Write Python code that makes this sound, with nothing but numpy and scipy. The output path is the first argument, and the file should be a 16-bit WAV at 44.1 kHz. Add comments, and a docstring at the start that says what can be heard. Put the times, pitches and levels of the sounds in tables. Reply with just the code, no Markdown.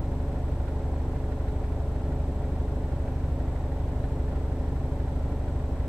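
"""Idling diesel at dusk

Inside a car standing by a road, on a camera's stereo microphone. Close by, the four-cylinder diesel
idles at 750 rpm: its firings throb in the cabin and shake the panels, the engine clatters dully, one
cylinder knocks hardest and a fan hums. Distant traffic rumbles in, muffled by the car body.
Right at the microphone, the camera adds a faint hiss and a thin pulsing whine."""
import sys
import numpy as np
from scipy import signal
from scipy.fft import rfft, irfft
from scipy.io import wavfile

SR = 44100
rng = np.random.default_rng(int(sys.argv[2]) if len(sys.argv) > 2 else 0)


def dump(signal):
    """Clip the signal to [-1, 1] and save it as 16-bit WAV at the path in sys.argv[1]."""
    limited = np.clip(np.atleast_2d(signal).T, -1, 1)
    pcm = np.round(limited * 32767).astype(np.int16)
    wavfile.write(sys.argv[1], SR, pcm)


N = 259308
T = np.arange(N) / SR
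FREQS = np.maximum(np.fft.rfftfreq(N, 1 / SR), 1)

FIRING_HZ, FIRST_FIRING_S = 25.0015, .0018
CABIN_HZ, CABIN_WIDTH_HZ, CABIN_GAIN = 63, 12, 3  # the cabin's lowest air mode

# The throb around the microphone. Each row: multiple of the firing rate, level in dB.
ENGINE_ORDERS = [(1, -36), (2, -34.5), (2.5, -40.5), (3, -32), (4, -42.5), (5, -42.5)]
# The four cylinders in firing order. Each row: clatter, knock and shake, all in relative dB.
CYLINDER_STRENGTHS = [(-2.5, 0, -1), (-5, 5.5, -0.5), (-3, -2, -1.5), (-4, 2.5, -2)]
# Body panels around the cabin. Each row: frequency in Hz, width in Hz, relative gain in dB.
PANEL_MODES = [(161, 15.3, -1), (261.1, 11.8, 3), (335.4, 12.7, -5), (444.6, 10.4, -10),
               (557.2, 12.3, -7.5)]
# The clattering engine. Each row: frequency in Hz, width in Hz, relative gain in dB.
CLATTER_MODES = [(254, 103, 0), (439, 46, -1), (573, 43.5, 3.5), (753, 45.5, 1), (950, 103, -6.5)]
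# The block under a knock. Each row: frequency in Hz, width in Hz, relative gain in dB.
BLOCK_MODES = [(1463, 155, 10), (1738, 310, 8.5), (2220, 160, -6), (3347, 150, -2.5), (3790, 310, -5)]
# Firings where the charge can ignite harder. Each row: time in seconds, extra knock in dB.
HARD_IGNITIONS = [(1.64, 1.5), (3.24, 2), (3.72, 0), (4.2, 0), (5.0, 3.5), (5.16, 2)]
# Stereo width of diffuse sound. Each row: frequency in Hz, side minus mid in dB.
STEREO_WIDTH = [(60, -30), (200, -14), (400, -14.5), (700, -14), (1300, -5.5), (2400, -2.5), (5000, 0.5)]
# Fan and belt. Each row: frequency in Hz, level in dB.
FAN_TONES = [(141, -44.5), (423, -49.5), (875, -61), (1350, -71)]
# Far traffic through the car body. Each row: frequency in Hz, density in dB per Hz before gain.
TRAFFIC_SPECTRUM = [(15, -72), (35, -63), (60, -56), (115, -59), (210, -67), (340, -69), (470, -71),
                    (580, -71), (780, -73), (960, -77), (1200, -88), (1800, -90), (2700, -98),
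                    (15000, -135)]
# The microphone's own hiss. Each row: frequency in Hz, density in dB per Hz.
HISS_SPECTRUM = [(1000, -108), (3700, -98), (4800, -103), (7500, -104.3), (9500, -107.5), (12000, -109),
                 (15500, -114.5)]


def undb(db):
    """Decibels to gain."""
    return 10 ** (np.asarray(db) / 20)


def level(x, db):
    """Scale to an rms level."""
    return x * undb(db) / np.sqrt(np.mean(x ** 2))


def pan(db):
    """Left and right gains, with the left `db` above the right."""
    return undb(np.array([[db], [-db]]) / 2)


def wander(rate_hz):
    """Slow random motion with an rms of 1, mostly below `rate_hz`."""
    lowpass = np.exp(-(np.fft.rfftfreq(N, 1 / SR) / rate_hz) ** 2)
    return level(irfft(rfft(rng.standard_normal(N)) * lowpass, N), 0)


def shape(x, points):
    """Filter by (Hz, dB) points joined on a log-frequency axis."""
    hz, db = np.transpose(points)
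    return irfft(rfft(x) * undb(np.interp(np.log(FREQS), np.log(hz), db)), N)


def noise(points):
    """Noise with the given density in dB per Hz."""
    return shape(rng.standard_normal(N), points) * np.sqrt(SR / 2)


def resonance(hz, centre_hz, width_hz):
    """Complex response of one mode, gain 1 at its centre."""
    return 1 / (1 + 1j * (hz / centre_hz - centre_hz / hz) * centre_hz / width_hz)


def ring(x, modes):
    """Pass a sound through steep resonances."""
    response = sum(undb(db) * resonance(FREQS, hz, 2 * width) ** 2 for hz, width, db in modes)
    return irfft(rfft(x) * response, N)


def diffuse(mid, side):
    """Sound from all around the microphone: left and right share the bass and differ in the treble."""
    side = shape(side, STEREO_WIDTH)
    return np.array([mid + side, mid - side])


def ringing_bursts(times, strengths_db, modes, rise_s, decay_s):
    """Noise bursts peak at the given times and ring the modes, in diffuse stereo."""
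    envelope = np.zeros(N)
    for peak_s, gain in zip(times, undb(strengths_db)):
        span = slice(*np.searchsorted(T, [peak_s - .1, peak_s + .1]))
        age = T[span] - peak_s
        envelope[span] += gain * np.exp(np.minimum(age / rise_s, -age / decay_s))
    mid, side = (ring(envelope * rng.standard_normal(N), modes) for _ in range(2))
    return diffuse(mid, side)


def firing_count(wobble_s=0.00042):
    """Firings counted since the first; the governor holds the speed with a slight wobble."""
    return FIRING_HZ * (T - FIRST_FIRING_S + wobble_s * wander(4.4))


def cabin_throb(firings, waver_db=.5):
    """Each firing is a pressure dip at the microphone; the cabin's air mode makes it swing back."""
    throb = 0
    for order, db in ENGINE_ORDERS:
        mode_phase = np.angle(1 + CABIN_GAIN * resonance(order * FIRING_HZ, CABIN_HZ, CABIN_WIDTH_HZ))
        amplitude = np.sqrt(2) * undb(db + waver_db * wander(3.4))
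        throb -= amplitude * np.cos(2 * np.pi * order * (firings - 1) + mode_phase)
    return throb


def panel_drone(firings, drone_db=-40, scatter_db=1):
    """Every firing jolts the body through the engine mounts, and the panels close by drone."""
    firing = np.floor(firings).astype(int)
    shake_db = np.array(CYLINDER_STRENGTHS)[firing % 4, 2] + scatter_db * rng.standard_normal(N)
    jolts = np.diff(firing, prepend=firing[0]) * undb(shake_db)
    return level(ring(jolts, PANEL_MODES), drone_db)


def combustion(clatter_db=-46, knock_db=-60.5, clatter_lag_s=0.0074):
    """Every firing rattles the engine and rings the block, each cylinder with its own strength."""
    firing = np.arange(int(N / SR * FIRING_HZ) + 1)
    times = FIRST_FIRING_S + firing / FIRING_HZ
    scatter_db = [0.7, 1.9] * rng.standard_normal((len(firing), 2))  # clatter, knock
    rattles_db, knocks_db = (np.array(CYLINDER_STRENGTHS)[firing % 4, :2] + scatter_db).T
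    for time_s, extra_db in HARD_IGNITIONS:
        knocks_db[np.argmin(abs(times - time_s))] += extra_db
    clatter = ringing_bursts(times + clatter_lag_s, rattles_db, CLATTER_MODES, rise_s=.0096, decay_s=.024)
    knock = ringing_bursts(times, knocks_db, BLOCK_MODES, rise_s=.0089, decay_s=.012)
    return level(clatter, clatter_db) + level(knock, knock_db) * pan(db=-3.5)  # knock right of centre


def fan_hum(drift=0.00201, waver_db=2.5):
    """Tones of the fan and belt, dead centre, drifting together in pitch and wavering in level."""
    drifting_time = np.cumsum(1 + drift * wander(2.61)) / SR
    hum = 0
    for hz, db in FAN_TONES:
        amplitude = np.sqrt(2) * undb(db + waver_db * wander(3.3))
        hum += amplitude * np.sin(2 * np.pi * (hz * drifting_time + rng.random()))
    return hum


def distant_traffic(gain_db=-1, swell_db=-0.2):
    """Tyres of many far cars merge into a rumble that barely swells."""
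    rumble = diffuse(noise(TRAFFIC_SPECTRUM), noise(TRAFFIC_SPECTRUM))
    return rumble * undb(gain_db + swell_db * wander(1)) * pan(db=-0.04)


def camera_noise(whine_hz=7867, whine_db=-75, frame_hz=29.97):
    """Hiss of each microphone, and a whine that sets in, swells and fades with every picture read-out."""
    frame_phase = T * frame_hz % 1
    onset = np.clip((frame_phase - 0.45) / 0.04, 0, 1)
    swell = np.exp(-((frame_phase - 0.52) / 0.47) ** 2)
    whine = onset * swell * np.sin(2 * np.pi * whine_hz * frame_phase / frame_hz)
    hiss = np.array([noise(HISS_SPECTRUM), noise(HISS_SPECTRUM)])
    return hiss + level(whine, whine_db)


def scene():
    """From inside the cabin: the engine close, the traffic far off, the camera at the microphone."""
    firings = firing_count()
    engine = cabin_throb(firings) + panel_drone(firings) + combustion()
    return engine + fan_hum() + distant_traffic() + camera_noise()


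def record(dry, low_hz=16, top_hz=15700):
    """The microphone drops the deepest rumble and the recorder cuts the top steeply."""
    low_cut = signal.butter(2, low_hz, "highpass", fs=SR, output="sos")
    top_cut = signal.ellip(10, .1, 80, top_hz, fs=SR, output="sos")
    _, response = signal.sosfreqz(np.vstack([low_cut, top_cut]), FREQS, fs=SR)
    return irfft(rfft(dry) * abs(response), N)


dry = scene()
out = record(dry)
dump(out)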